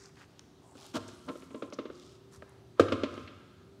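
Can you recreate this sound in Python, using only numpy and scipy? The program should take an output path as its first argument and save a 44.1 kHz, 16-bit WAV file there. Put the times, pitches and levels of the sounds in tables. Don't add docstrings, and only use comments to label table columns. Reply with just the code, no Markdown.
import sys
import numpy as np
from scipy import signal
from scipy.fft import rfft, irfft
from scipy.io import wavfile
from scipy.ndimage import uniform_filter1d

SR = 44100
rng = np.random.default_rng(int(sys.argv[2]) if len(sys.argv) > 2 else 0)


def bounce(signal):
    frames = np.transpose(np.atleast_2d(signal))
    limited = np.clip(frames, -1, 1)
    pcm = np.round(limited * 32767).astype(np.int16)
    wavfile.write(sys.argv[1], SR, pcm)


def convert_level_to_amplitude(level_db):
    exponent = np.asarray(level_db, float) / 20
    return 10 ** exponent


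N = 167580

# pitch_hz, level_db, t60_s
CLANK = [(583.5, -9, 0.038), (1200, -11.5, 0.029), (1319.6, -10.5, 0.024), (1530, -22.5, 0.035)]
THUD_RISE_S = 0.0015


def read(points, hz):
    point_hz, value = np.transpose(points)
    return np.interp(np.log(hz + 1), np.log(point_hz + 1), value)


def evened(x):
    return x / np.sqrt(np.mean(x ** 2) + 1e-20)


def add(mix, start_s, sound):
    at = round(start_s * SR)
    sound = sound[max(-at, 0):]
    part = mix[max(at, 0):][:len(sound)]
    part += sound[:len(part)]


def noise(size, colour_db):
    hz = np.fft.rfftfreq(size, 1 / SR) + 1
    spectrum = rfft(rng.standard_normal(size)) * convert_level_to_amplitude(colour_db(hz))
    return evened(irfft(spectrum, size))


def band(x, order, edge_hz, kind):
    return signal.sosfilt(signal.butter(order, edge_hz, kind, fs=SR, output="sos"), x)


def ring(t, hz, db, t60_s, rise_s):
    return convert_level_to_amplitude(db - 60 * t / t60_s) * (1 - np.exp(-t / rise_s)) * np.sin(2 * np.pi * hz * t)


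def air():
    # freq_hz, level_db per Hz
    wash_colour = [(35, -14), (70, -2), (130, 0), (300, -8), (640, -15), (2200, -28), (4000, -26.5),
                   (15500, -45.5)]
    # pitch_hz, width_hz, level_db
    fan_tones = [(80, 14, -75), (120, 5.8, -71.5), (292, 19, -71.5), (360.1, 1.7, -66), (392.2, 2, -66)]
    wash_db, patchy_db = -59.5, 1.1
    frames, bin_hz = N // 256 + 5, np.fft.rfftfreq(1024, 1 / SR)
    real, imag, patches = rng.standard_normal((frames, 513, 3)).T
    patches = uniform_filter1d(patches, 14, axis=0)
    patches = evened(uniform_filter1d(patches, 16, axis=1))
    level_db = read(wash_colour, bin_hz)[:, None] + patchy_db * patches
    wash = signal.istft((real + 1j * imag) * convert_level_to_amplitude(level_db), nperseg=1024, noverlap=768)[1][:N]
    out = convert_level_to_amplitude(wash_db) * evened(wash)
    for hz, width_hz, db in fan_tones:
        out += convert_level_to_amplitude(db) * noise(N, lambda f: -20 * np.log10(1 + (2 * (f - hz) / width_hz) ** 2))
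    return out


def scuff(start_s, length_s, db, hz, octaves, grain_db=1.5):
    cloth_dull_db = 0.5
    size = round(length_s * SR)
    swell = np.sin(np.pi * np.arange(size) / size) ** 0.5
    grain = evened(uniform_filter1d(rng.standard_normal(SR // 2), 120))[:size]

    def colour_db(f):
        hump = np.maximum(-6 * (np.log2(f / hz) / octaves) ** 2, -40)
        return hump - cloth_dull_db * np.log2(1 + (f / 9000) ** 4)

    hiss = noise(SR // 2, colour_db)[:size]
    snaps = 60. * (rng.random(SR // 2) < 120 / SR)
    snaps = 1 + uniform_filter1d(snaps, 60)[:size]
    return start_s, convert_level_to_amplitude(db) * swell * convert_level_to_amplitude(grain_db * grain) * snaps * hiss


def tick(start_s, db, hz, octaves, t60_s):
    t = np.arange(SR // 20) / SR
    kicks = convert_level_to_amplitude(-60 * t / t60_s) * rng.standard_normal(len(t)) * 0.41
    kicks[0] = 3
    edges_hz = np.clip([hz * 2 ** -octaves, hz * 2 ** octaves], 50, 15000)
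    snap = band(kicks, 2, edges_hz, "band")
    return start_s, convert_level_to_amplitude(db) * snap / abs(snap).max()


def wheel(t, spread_db=3.0):
    # pitch_hz, level_db, t60_s
    rings = [(243.5, -13, 0.26), (271.6, 3, 0.11), (325, -8.5, .16), (430, -11.5, 0.16), (616, -16, 0.08),
             (932, -16, 0.072), (1057, -14.5, 0.33), (1023, -22, 0.3)]
    luck = rng.standard_normal(len(rings))
    return sum(ring(t, hz, db + spread_db * u, t60_s, 0.004) for (hz, db, t60_s), u in zip(rings, luck))


def knock(start_s, db, thud_hz, crack_db, ring_db):
    # freq_hz, level_db per Hz
    crack_colour = [(1500, -3), (2000, -2), (3000, -0.5), (4500, -6.5), (8000, -13), (15500, -32.5)]
    thud_t60_s, crack_t60_s = 0.023, 0.03
    rebound_s, rebound_db, rebound_pitch = 0.00907, -8, 0.67
    dull_db = 0.5
    t = np.arange(SR // 2) / SR
    luck = rng.standard_normal((len(CLANK), 2))

    out = -ring(t, thud_hz, 7.67, thud_t60_s, THUD_RISE_S)
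    rebound = ring(t, rebound_pitch * thud_hz, 12 + rebound_db, 0.79 * thud_t60_s, THUD_RISE_S)
    add(out, rebound_s, rebound)
    for (hz, mode_db, t60_s), (u, v) in zip(CLANK, luck):
        out += ring(t, hz * (1 + 0.042 * u), mode_db + 7 + 2 * v, t60_s, 0.0017)

    def colour_db(hz):
        softness = dull_db * abs(db) * np.log2(np.minimum(3800 / hz, 1))
        return read(crack_colour, hz) - 40 * (hz < 1500) + softness

    crack = noise(len(t), colour_db) * (1 - np.exp(-t / 0.0013))
    out += crack * (convert_level_to_amplitude(crack_db - 0.5 - 60 * t / crack_t60_s) + convert_level_to_amplitude(crack_db - 9 - 60 * t / 0.14))
    body = noise(len(t), lambda hz: -16 * np.log2(hz / 380) ** 2) * (1 - np.exp(-t / 0.0017))
    out += body * (convert_level_to_amplitude(-0.5 - 60 * t / 0.017) + convert_level_to_amplitude(-14 - 60 * t / 0.19))
    out = band(out, 2, 170, "high")
    return start_s, convert_level_to_amplitude(db) * (out + convert_level_to_amplitude(ring_db) * wheel(t))


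def slide(start_s, length_s, db, grit_db, dull_db):
    # freq_hz, level_db per Hz
    grit_colour = [(590, -42), (1000, -0.5), (2180, -16.5), (3110, -11), (6710, -20.5), (15500, -43.5)]
    t = np.arange(SR // 2) / SR
    push = np.sin(np.pi * np.clip(t / length_s, 0, 1) ** 0.96) ** 2
    slips = push * rng.standard_normal(len(t)) * (rng.random(len(t)) < 900 / SR)

    body = ring(t, 306.5, 0, 0.056, THUD_RISE_S) + ring(t, 467, -1, 0.049, THUD_RISE_S)
    body += convert_level_to_amplitude(-7.5) * wheel(t)
    body += sum(ring(t, hz, mode_db + 6, t60_s, 0.00093) for hz, mode_db, t60_s in CLANK)
    thud = signal.fftconvolve(slips, body)[:len(t)]
    thud_rms = np.sqrt(np.mean(thud[:round(length_s * SR)] ** 2))

    def colour_db(hz):
        return read(grit_colour, hz) - 30 * (hz < 900) - dull_db * np.log2(hz / 3000)

    grit = noise(len(t), colour_db) * push
    grit *= convert_level_to_amplitude(2 * evened(uniform_filter1d(rng.standard_normal(len(t)), 90)))
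    return start_s, convert_level_to_amplitude(db) * (thud / thud_rms + convert_level_to_amplitude(grit_db) * grit)


def thump(start_s, db, hz, t60_s):
    return start_s, ring(np.arange(SR // 2) / SR, hz, db, t60_s, 0.005)


def shop(x):
    # freq_hz, t60_s
    decay = [(100, 2.3), (400, 0.75), (1500, 1.68), (5000, 1.58), (12000, 1.2)]
    echo_gap_s = 0.012
    taps = np.zeros(SR)
    at = np.arange(round(echo_gap_s * SR), SR - 20, 20)
    at = at + rng.integers(0, 20, len(at))
    taps[at] = rng.choice([-1., 1.], len(at))
    hz, t, z = signal.stft(taps, SR, nperseg=512)
    fade = convert_level_to_amplitude(-60 * t / read(decay, hz)[:, None])
    tail = signal.istft(z * fade, SR, nperseg=512)[1]
    return signal.fftconvolve(x, tail / np.linalg.norm(tail))[:N]


def scene():
    # start_s, length_s, level_db, centre_hz, width_octaves
    scuffs = [(-.05, .15, -62.5, 5600, 0.47), (-.05, 0.16, -64.5, 1200, 0.9),
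              (0.141, 0.12, -68.5, 4340, 0.81), (0.162, 0.087, -60.5, 1300, 0.97),
              (0.616, 0.18, -74, 7750, 0.3), (0.616, 0.18, -65.5, 770, 0.59), (2.401, 0.23, -70, 875, 1.2),
              (0.746, 0.19, -61, 4170, 0.92), (0.761, 0.14, -60.5, 850, 0.74),
              (1.067, 0.091, -64.5, 4250, 0.85), (0.976, 0.088, -64.5, 2960, 0.94),
              (1.122, 0.11, -73, 8900, 0.3), (0.252, 0.18, -77, 3500, 0.95),
              (1.211, .28, -68.5, 6200, 0.75), (1.485, 0.21, -72.5, 6900, 0.51),
              (1.723, 0.026, -58, 5600, 0.22), (1.905, 0.28, -66, 4170, 0.8),
              (2.313, 0.069, -66, 5900, 0.71), (2.321, 0.057, -63, 1320, 0.48),
              (3.092, 0.18, -69, 4270, 0.94)]
    # start_s, level_db, centre_hz, width_octaves, t60_s
    ticks = [(.394, -34, 4650, 0.46, 0.0068), (.395, -47, 1450, 0.58, 0.0025),
             (.89, -50, 6000, 0.74, 0.017), (1.423, -46, 2970, 0.29, .02), (.779, -46.5, 2500, 0.59, 0.01),
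             (0.844, -49, 5000, 1.1, .015), (0.865, -41.5, 7700, 0.57, 0.022),
             (1.08, -41.5, 6400, 0.37, 0.081), (1.288, -36.5, 2644, 0.41, 0.037),
             (1.702, -48.5, 4740, 0.55, 0.017), (1.735, -38, 5100, 0.34, 0.049),
             (1.956, -46, 4000, 0.51, .008), (2.423, -40.5, 1200, 0.59, 0.032),
             (2.494, -49, 8300, 0.37, 0.017), (3.14, -45, 4500, 0.61, .04)]
    # start_s, level_db, thud_hz, crack_db, ring_db
    knocks = [(.753, -48, 504, -21, -4), (1.085, -46, 473, -8.5, -8), (1.316, -43, 294, -16, 1),
              (1.355, -41.5, 520, -17, -20), (2.422, -42.5, 300, -22, -9), (1.422, -45.5, 587, -9.5, -19),
              (1.506, -49.5, 390, -8.5, 5.5), (1.545, -37, 440, -14, 3.5), (1.622, -27, 430, -18, -9.5),
              (1.724, -34.5, 430, -14, -21), (1.787, -28, 477, -14.5, -7.5), (1.854, -38, 417, -11, -1),
              (1.900, -38.5, 396.5, -17, -13), (2.796, -8, 444, -17.5, -28), (2.883, -30, 307, -11, -8.5),
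              (2.921, -19.5, 430, -12.5, -5), (3.034, -24, 406, -9.5, -8.5),
              (3.134, -39.5, 328, -15.5, -19), (3.176, -38.5, 380, -11, -3), (3.275, -51.5, 373, 6.5, -2.5)]
    # start_s, length_s, level_db, grit_db, dullness_db per octave
    slides = [
        (0.931, 0.06, -35.5, -4.5, -1.5),
        (1.27, 0.051, -39, -9.5, 5),
        (2.75, 0.15, -53.5, 3, 5),
    ]
    # start_s, level_db, pitch_hz, t60_s
    thumps = [
        (0.954, -44.5, 102, 0.46),
        (2.371, -49.5, 80, .4),
        (2.798, -28.5, 98, 0.35),
        (2.921, -30, 100, 0.22),
        (3.034, -36, 97, 0.17),
        (3.231, -38, 92.3, 0.13),
    ]
    shop_db = -10.5
    near = np.zeros(N)
    for source, table in ((scuff, scuffs), (tick, ticks), (knock, knocks), (slide, slides), (thump, thumps)):
        for row in table:
            add(near, *source(*row))
    return (near + convert_level_to_amplitude(shop_db) * shop(near) + air())[None]


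def roll_off(x):
    return signal.sosfilt(signal.butter(12, 16430, fs=SR, output="sos"), x)


def record(dry):
    edge_hz = 15800
    cut = band(dry, 4, 62, "high")
    low_pass = signal.firwin(511, edge_hz, window=("kaiser", 9), fs=SR)
    mix = signal.oaconvolve(cut, low_pass[None], "same")
    return roll_off(mix)


dry = scene()
out = record(dry)
bounce(out)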